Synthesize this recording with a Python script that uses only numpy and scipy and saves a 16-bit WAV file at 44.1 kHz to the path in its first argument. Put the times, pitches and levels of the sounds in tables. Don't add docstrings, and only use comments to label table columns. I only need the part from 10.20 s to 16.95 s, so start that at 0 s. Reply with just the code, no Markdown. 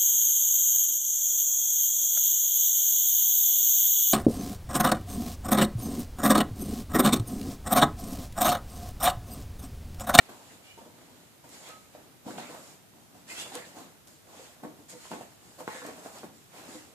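import sys
import numpy as np
from scipy import signal
from scipy.fft import rfft, irfft
from scipy.io import wavfile
from scipy.ndimage import uniform_filter1d

SR = 44100
rng = np.random.default_rng(int(sys.argv[2]) if len(sys.argv) > 2 else 0)


def wav_record(signal):
    frames = np.transpose(np.atleast_2d(signal))
    bounded = np.clip(frames, -1, 1)
    quanta = np.round(bounded * 32767).astype(np.int16)
    wavfile.write(sys.argv[1], SR, quanta)


N = 297478

# (frequency [Hz], relative density [dB])
ROOM_SPECTRUM = [(15, -51), (25, -36), (97, -4), (179, -4.5), (240, -8), (549, -13.5), (661, -12.5),
                 (1250, -17), (1360, -16.5), (1820, -19), (3350, -20), (3930, -19.5), (4260, -22),
                 (14500, -22.5)]
ROOM_DB = -57
# (frequency [Hz], coherence [-1 to 1])
ROOM_LIKENESS = [(60, 0.48), (600, 0), (1400, .0), (14000, .0)]
# (frequency [Hz], coherence [-1 to 1])
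DOG_LIKENESS = [(60, 0.97), (250, 0.7), (700, 0.92), (1400, 0.16), (2200, 0.02), (3000, 0.051),
                (4500, 0.15), (12000, 0.061)]
# (frequency [Hz], left minus right [dB])
PORT_BALANCE = [(100, 2.5), (400, 1), (700, -2.5), (1200, 1.5), (2500, -1.5), (8000, -1.5), (13000, -1.4)]
# (frequency [Hz], time to fall 60 dB [s])
ECHO_DECAY = [(150, 0.11), (700, 0.3), (3000, 0.37), (10000, 0.26)]
# (time [s], starting level [dB], pitch [Hz], time to fall 60 dB [s])
RINGING_NOTE = (1.497, -48.5, 1276, .26)
# (time [s], level before the bands add [dB], nostril resonance [Hz])
SNIFF_CURVES = [
    [(.43, -66, 2250), (.445, -64, 2280), (.5, -60, 2360), (.545, -69, 2400), (.565, -72, 2430)],
    [(3.085, -49, 1890), (3.11, -48, 2080), (3.14, -65, 2210), (3.165, -52, 2570), (3.2, -43.5, 2830),
     (3.23, -60, 2790), (3.26, -65, 2800)],
]
# (time [s], level setting [dB], base pitch [Hz])
RASP_CURVES = [
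    [(3.36, -53, 1950), (3.446, -59, 1850), (3.454, -67, 1760), (3.47, -62, 1760)],
    [(5.49, -51, 1660), (5.514, -56, 1870), (5.584, -49.5, 1750), (5.61, -57, 1660), (5.66, -55, 1800),
     (5.72, -63, 1900)],
]
# (time [s], tick level before filtering [dB])
CLAW_SNAPS = [(0.5796, -46.5), (0.5854, -46.6), (1.2921, -39.5), (1.2956, -41), (1.302, -41), (1.4893, -36),
              (3.3507, -34.6), (3.3538, -20), (3.8735, -41.6), (3.876, -40.4), (3.8774, -44), (3.8835, -38),
              (4.6988, -39), (4.7032, -36.4), (4.7046, -35), (4.9116, -39), (5.4061, -40), (5.4765, -40.7),
              (5.6646, -33.3), (5.6668, -31.5), (5.6706, -37.1), (5.9862, -35.9)]
# (frequency [Hz], relative level [dB], time to fall 60 dB [s])
BOARD_MODES = [(138, -33, .07), (205, -26, 0.094), (243, 0, 0.13), (254.7, 8, 0.13), (305, 8.5, 0.2),
               (354, -31, 0.098), (486, -5, 0.15), (507.3, -3, 0.16), (631, -3, 0.043), (700.4, 0, 0.06),
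               (729, -0.5, 0.069), (823, -0.5, 0.047), (900, 2, 0.081), (1015, 5, 0.12), (1100, 9, 0.086),
               (1248, 6, 0.07), (1405, 17, 0.012), (1590, -4, 0.017), (2040, -24, 0.042), (2200, -24, .03),
               (2750, -23, .025)]
# (time [s], level setting [dB], heaviness as bass [dB], hardness as treble [dB],
# contact decay [s], pitch of the struck spot [Hz], first touch [factor on the push])
PAW_BLOWS = [(0.092, -40, -27, -5, 0.011, 810, 4.3), (0.577, -43.5, -18, -18, 0.01, 883, 8.8),
             (0.66, -46, -7, -14, 0.012, 604, 6.4), (1.241, -43.5, -3.5, -21, 0.0059, 650, 8.2),
             (1.491, -45, -8, -13, 0.0031, 627, 7), (1.75, -38, -21, -18, 0.0041, 605, 11),
             (2.064, -41.5, 12, -23, 0.0022, 740, 7), (2.079, -33, -7, -16, 0.011, 776, 7),
             (2.107, -39, -3, 0, 0.0061, 547, 6.3), (2.183, -31, -8, -3, 0.003, 744, 2.3),
             (2.244, -46, 2, -2, 0.0034, 724, 9.8), (2.29, -45, -2, -1, 0.037, 509, 7.2),
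             (2.945, -49, -3, -23, 0.008, 655, 5.6), (3.259, -37.5, -13, -19, 0.0089, 730, 7.7),
             (3.319, -37.5, -10, -24, 0.011, 730, 6.4), (3.36, -36, -34, -3, 0.0058, 460, 4.7),
             (3.569, -39, -5, -6, 0.023, 760, 11), (3.877, -57, -4, -2, 0.013, 711, 8.3),
             (4.191, -40.5, -32, -30, 0.016, 516, 4.9), (4.435, -32.5, -6.5, -18, 0.0088, 660, 4.8),
             (4.449, -34, -2, -11, 0.0026, 590, 10), (4.728, -43.5, -3, -20, 0.03, 467, 6.1),
             (4.854, -45.5, -22, 1, 0.0053, 800, 6.9), (4.916, -30, -28, -9.5, 0.0048, 670, 7.6),
             (4.932, -31.5, -5, -6, 0.006, 610, 5.6), (5.009, -34.5, -22, -18, 0.0085, 670, 7.6),
             (5.405, -32.5, -35, -18, 0.0043, 580, 8), (5.4776, -29, -34, 3.5, 0.0016, 810, 1.3),
             (5.549, -35.5, -26, -15, 0.008, 477, 7.7), (5.618, -42, -18, 4.5, 0.0097, 509, 12),
             (5.651, -37, 0, -0.5, 0.0033, 686, 7.7), (5.686, -33, -20, -14, 0.0058, 530, 7.2),
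             (5.78, -42.5, -16, -8, 0.022, 686, 9.8), (5.86, -35.5, -33, -4, 0.0046, 670, 8.2),
             (6.033, -38.5, -12, -5.5, 0.0039, 695, 8.7), (6.544, -42.5, 6, -31, 0.0085, 490, 5.2)]
# (frequency [Hz], relative density [dB])
SHOVE_SPECTRUM = [(60, -66), (130, -11), (280, -1), (400, -5), (700, 0.5), (900, -2), (1100, -4.5),
                  (1500, -10), (2500, -21)]
# (frequency [Hz], relative density [dB])
SCUFF_SPECTRUM = [(700, -24), (1300, -1.5), (2000, -0.5), (3000, -2.5), (4500, -4), (6000, -35)]
# (frequency [Hz], relative density [dB])
SWISH_SPECTRUM = [(3500, -11), (5000, -1.5), (6000, -4), (7000, 3), (8000, -0.5), (9500, -6), (11000, -8.5),
                  (14500, -17)]
# (peak time [s], swell [s], time to fade by 20 dB [s],
# swish level [dB], scuff level [dB], body level [dB], bass level [dB])
BEDDING_STROKES = [(0, 0.008, 0.55, -60.5, -58, -55.5, -63.5), (.098, .014, 0.35, -58, -61, -52, -54.5),
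                   (.338, .25, .18, -58, -60, -61.5, -61), (.484, 0.1, 0.4, -60, -60.5, -65.5, -75),
                   (.58, .01, 0.36, -62.5, -69, -56, -54.5), (.828, 0.13, 0.4, -65, -64.5, -61.5, -60),
                   (.979, 0.11, 0.7, -64.5, -66, -72, -63), (1.245, 0.014, 0.9, -62.5, -66, -58, -58),
                   (1.351, 0.085, .45, -52, -55.5, -63, -79), (1.494, 0.11, 0.11, -52.5, -49.5, -54.5, -80),
                   (1.755, 0.041, 0.38, -64.5, -63, -57, -56), (2.085, 0.051, 0.27, -62, -61, -48, -44),
                   (2.12, 0.1, 0.33, -52.5, -55, -60, -60), (2.186, 0.017, 0.33, -51, -47, -50, -52.5),
                   (2.309, 0.036, .32, -57, -59, -49.5, -66), (2.512, .32, .14, -55, -63, -62, -61),
                   (2.792, 0.11, .5, -67, -78, -66, -63.5), (2.954, 0.022, .65, -64.5, -68, -63.5, -60.5),
                   (3.124, .07, 0.37, -44.5, -48, -51.5, -58), (3.222, .093, 0.05, -40.5, -44, -56, -58),
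                   (3.284, 0.15, .28, -53, -55, -51, -57), (3.362, 0.059, 0.1256, -47, -45, -44, -50),
                   (3.47, 0.037, 0.24, -55.5, -58, -57.5, -61), (3.592, .07, 0.19, -54.5, -54.5, -51, -51),
                   (3.875, 0.0089, .23, -56, -65.5, -64, -60.5), (4.117, 0.083, 1, -75, -75, -59.5, -63.5),
                   (4.255, .26, 0.2, -54.5, -56, -59, -62.5), (4.44, 0.018, .19, -63, -63, -52.5, -47),
                   (4.597, .055, .2, -64, -71, -68, -59), (4.702, 0.026, 0.14, -47.5, -55.5, -58, -63),
                   (4.743, 0.062, 0, -68, -59, -59, -56), (4.861, 0.14, 0.4, -52, -54.5, -61, -69),
                   (4.92, 0.019, 0.19, -53, -50.5, -48.5, -43), (5.013, 0.0092, 0.08, -59, -59, -48, -59),
                   (5.13, .03, 0, -69, -70, -60, -61), (5.285, .14, 1.2, -59.5, -66.5, -65, -61),
                   (5.41, 0.046, .1, -56, -57.5, -46.5, -54), (5.48, 0.0092, 0.13, -58, -51, -46.5, -58),
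                   (5.567, .16, 0.37, -49.5, -51, -53, -78), (5.66, 0.045, 0.27, -56, -55, -46.5, -47),
                   (5.802, 0.074, 0.02, -55.5, -68, -54, -58), (5.867, 0.1, 0.17, -54.5, -57.5, -48.5, -72),
                   (5.986, .12, 0.13, -52, -54.5, -50, -57), (6.039, 0.008, 0.11, -72, -61, -49.5, -46),
                   (6.165, .085, .5, -62, -69, -80, -65.5), (6.393, .12, 0.24, -55, -55, -49.5, -60),
                   (6.555, 0.19, .25, -51, -54, -54, -52.5)]

LAG_S = 0.00013
BOX_LOW_HZ = 140
CRACKLE_S = 0.0006
MIC_LOW_HZ, EDGE_HZ = 30.2, 14600


def gain_of(db):
    return 10 ** (np.asarray(db) / 20)


def evened(x):
    return x / np.sqrt(np.mean(x ** 2) + 1e-20)


def read(points, hz):
    f, value = np.transpose(points)
    return np.interp(np.log(hz + 1), np.log(f + 1), value)


def add(mix, s, sound):
    part = mix[round(s * SR):][:len(sound)]
    part += sound[:len(part)]


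def butter(x, order, hz, kind):
    return signal.sosfilt(signal.butter(order, hz, kind, fs=SR, output="sos"), x)


def noise(spectrum, likeness, patchy_db, size=512):
    hop = size // 4
    frames, hz = N // hop + 5, np.fft.rfftfreq(size, 1 / SR)
    a, b, c, d, patches = rng.standard_normal((frames, len(hz), 5)).T
    patches = uniform_filter1d(patches, size=6, axis=0)
    patches = evened(uniform_filter1d(patches, size=14, axis=1))
    same = np.clip(read(likeness, hz), -1, 1)[:, None]
    late = np.exp(-2j * np.pi * hz * LAG_S)[:, None]
    right = a + 1j * b
    left = same * late * right + np.sqrt(1 - same ** 2) * (c + 1j * d)
    shape = gain_of(read(spectrum, hz)[:, None] + patchy_db * patches)
    sound = signal.istft(np.array([left, right]) * shape, nperseg=size, noverlap=size - hop)[1]
    return evened(sound[:, :N])


def slips(per_s, depth, length_s):
    releases = rng.random(N) < per_s / SR
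    size = depth * np.minimum(rng.exponential(1, N), 3) * releases
    return evened(1 + signal.lfilter([1], [1, -np.exp(-1 / (length_s * SR))], size))


def banded(curves, bands):
    out = np.zeros(N)
    for rows in curves:
        s, db, hz = np.transpose(rows)
        t = np.arange(s[0], s[-1], 1 / SR)
        level = gain_of(np.interp(t, s, db)) * signal.windows.tukey(len(t), .2)
        for ratio, gain, width_hz in bands:
            turn = np.exp(2j * np.pi * np.cumsum(ratio * np.interp(t, s, hz)) / SR)
            r = np.exp(-np.pi * width_hz / SR)
            still = signal.lfilter([1], [1, -2 * r, r * r], rng.standard_normal(len(t)) / turn)
            add(out, s[0], gain * level * evened((turn * still).real))
    return out


def placed(x, echo_db, lag_s=LAG_S):
    taps = np.zeros((2, SR // 2))
    slots = np.arange(80, SR // 2 - 20, 20)
    at = slots + rng.integers(0, 20, (2, len(slots)))
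    np.put_along_axis(taps, at, rng.choice([-1., 1.], at.shape), 1)
    hz, t, z = signal.stft(taps, SR, nperseg=256)
    fading = gain_of(-60 * t / read(ECHO_DECAY, hz)[:, None])
    tail = signal.istft(z * fading, SR, nperseg=256)[1]
    tail /= np.linalg.norm(tail[0])
    echoes = signal.fftconvolve(x[None], tail, axes=1)[:, :N]
    direct = np.array([np.roll(x, round(lag_s * SR)), x])
    return direct + gain_of(echo_db) * echoes


def room_tone():
    return gain_of(ROOM_DB) * noise(ROOM_SPECTRUM, ROOM_LIKENESS, 0.73, size=2048)


def ring():
    s, db, hz, t60 = RINGING_NOTE
    out, t = np.zeros(N), np.arange(SR // 2) / SR
    add(out, s, gain_of(db - 60 * t / t60) * np.sin(2 * np.pi * hz * t))
    return out


def sniffs():
    return banded(SNIFF_CURVES, ((1, 0.9, 150), (1.24, 1.03, 150), (2.25, 0.25, 250)))


def rasps():
    return banded(RASP_CURVES, ((0.98, 1.1, 423),))


def snaps():
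    out, t = np.zeros(N), np.arange(500) / SR
    for s, tick_db in CLAW_SNAPS:
        crackle = 0.21 * rng.standard_normal(500) * np.exp(-t / CRACKLE_S)
        crackle[0] = 1
        add(out, s, gain_of(tick_db) * crackle)
    bright = butter(out, 2, [2400, 13000], "band")
    port_resonance = signal.lfilter(*signal.iirpeak(7000, 2.5, fs=SR), bright)
    return 1.9 * bright + 1.2 * port_resonance


def blows():
    out, t = np.zeros(N), np.arange(5000) / SR
    mode_hz, mode_db, t60 = np.array(BOARD_MODES).T[:, :, None]
    for s, level_db, bass_db, treble_db, contact_s, spot_hz, firm in PAW_BLOWS:
        hz = mode_hz * (1 + 0.025 * rng.standard_normal(mode_db.shape))
        near_db = 12.7 * np.exp(-(np.log(hz / spot_hz) / 0.17) ** 2)
        tilt_db = bass_db * (mode_hz < 400) + treble_db * (mode_hz > 950)
        decay = gain_of(mode_db + near_db + tilt_db - 60 * t / t60)
        ringing = (decay * np.sin(2 * np.pi * hz * t)).sum(0)
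        push = rng.standard_normal(3000) * np.exp(-t[:3000] / max(contact_s, .0005))
        push[0] = firm
        sound = signal.fftconvolve(ringing, push)
        loudest = np.sqrt(uniform_filter1d(sound ** 2, size=900).max())
        force = np.sqrt(1 + gain_of(2 * bass_db) + gain_of(2 * treble_db))
        add(out, s, gain_of(level_db - 8) * force * sound / loudest)
    return butter(out, 3, 4000, "low")


def shoving(body, bass_gain):
    rub = noise(SHOVE_SPECTRUM, DOG_LIKENESS, 0.84, size=1024) * slips(50, 0.23, 0.031)
    bass = signal.sosfiltfilt(signal.butter(2, 370, fs=SR, output="sos"), rub)
    return body * evened(rub - bass) + bass_gain * evened(bass)


def dragging(swish, scuff):
    fibres = swish * noise(SWISH_SPECTRUM, DOG_LIKENESS, 1.3)
    weave = scuff * noise(SCUFF_SPECTRUM, DOG_LIKENESS, 2.34)
    return slips(130, 0.15, 0.00099) * (fibres + weave)


def strokes():
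    t = np.arange(0, N + 64, 64) / SR
    peak, swell, fade, *dbs = np.array(BEDDING_STROKES).T[:, :, None]
    rising = np.cos(np.pi / 2 * np.clip((peak - t) / np.maximum(swell, .005), 0, 1)) ** 2
    fading = gain_of(-20 * np.maximum(t - peak, 0) / np.maximum(fade, .02))
    shape = rising * fading
    totals = [np.linalg.norm(gain_of(db) * shape, axis=0) for db in dbs]
    return [np.interp(np.arange(N) / SR, t, total) for total in totals]


def scene():
    swish, scuff, body, bass = strokes()
    boards = shoving(body, bass) + placed(blows(), -4.5)
    box = butter(boards, 3, BOX_LOW_HZ, "high")
    claws = placed(snaps(), -15.5, lag_s=0)
    small_sounds = placed(sniffs() + rasps() + ring(), -1.7)
    return room_tone() + small_sounds + claws + box + dragging(swish, scuff)


def record(dry):
    hz = np.fft.rfftfreq(N, 1 / SR)
    balance_db = read(PORT_BALANCE, hz) * np.array([[.5], [-.5]])
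    coloured = irfft(rfft(dry) * gain_of(balance_db), N)
    thinned = butter(coloured, 2, MIC_LOW_HZ, "high")
    band_limit = signal.firwin(401, EDGE_HZ, window=("kaiser", 9), fs=SR)
    return signal.oaconvolve(thinned, band_limit[None], "same")


dry = scene()
out = record(dry)
wav_record(out)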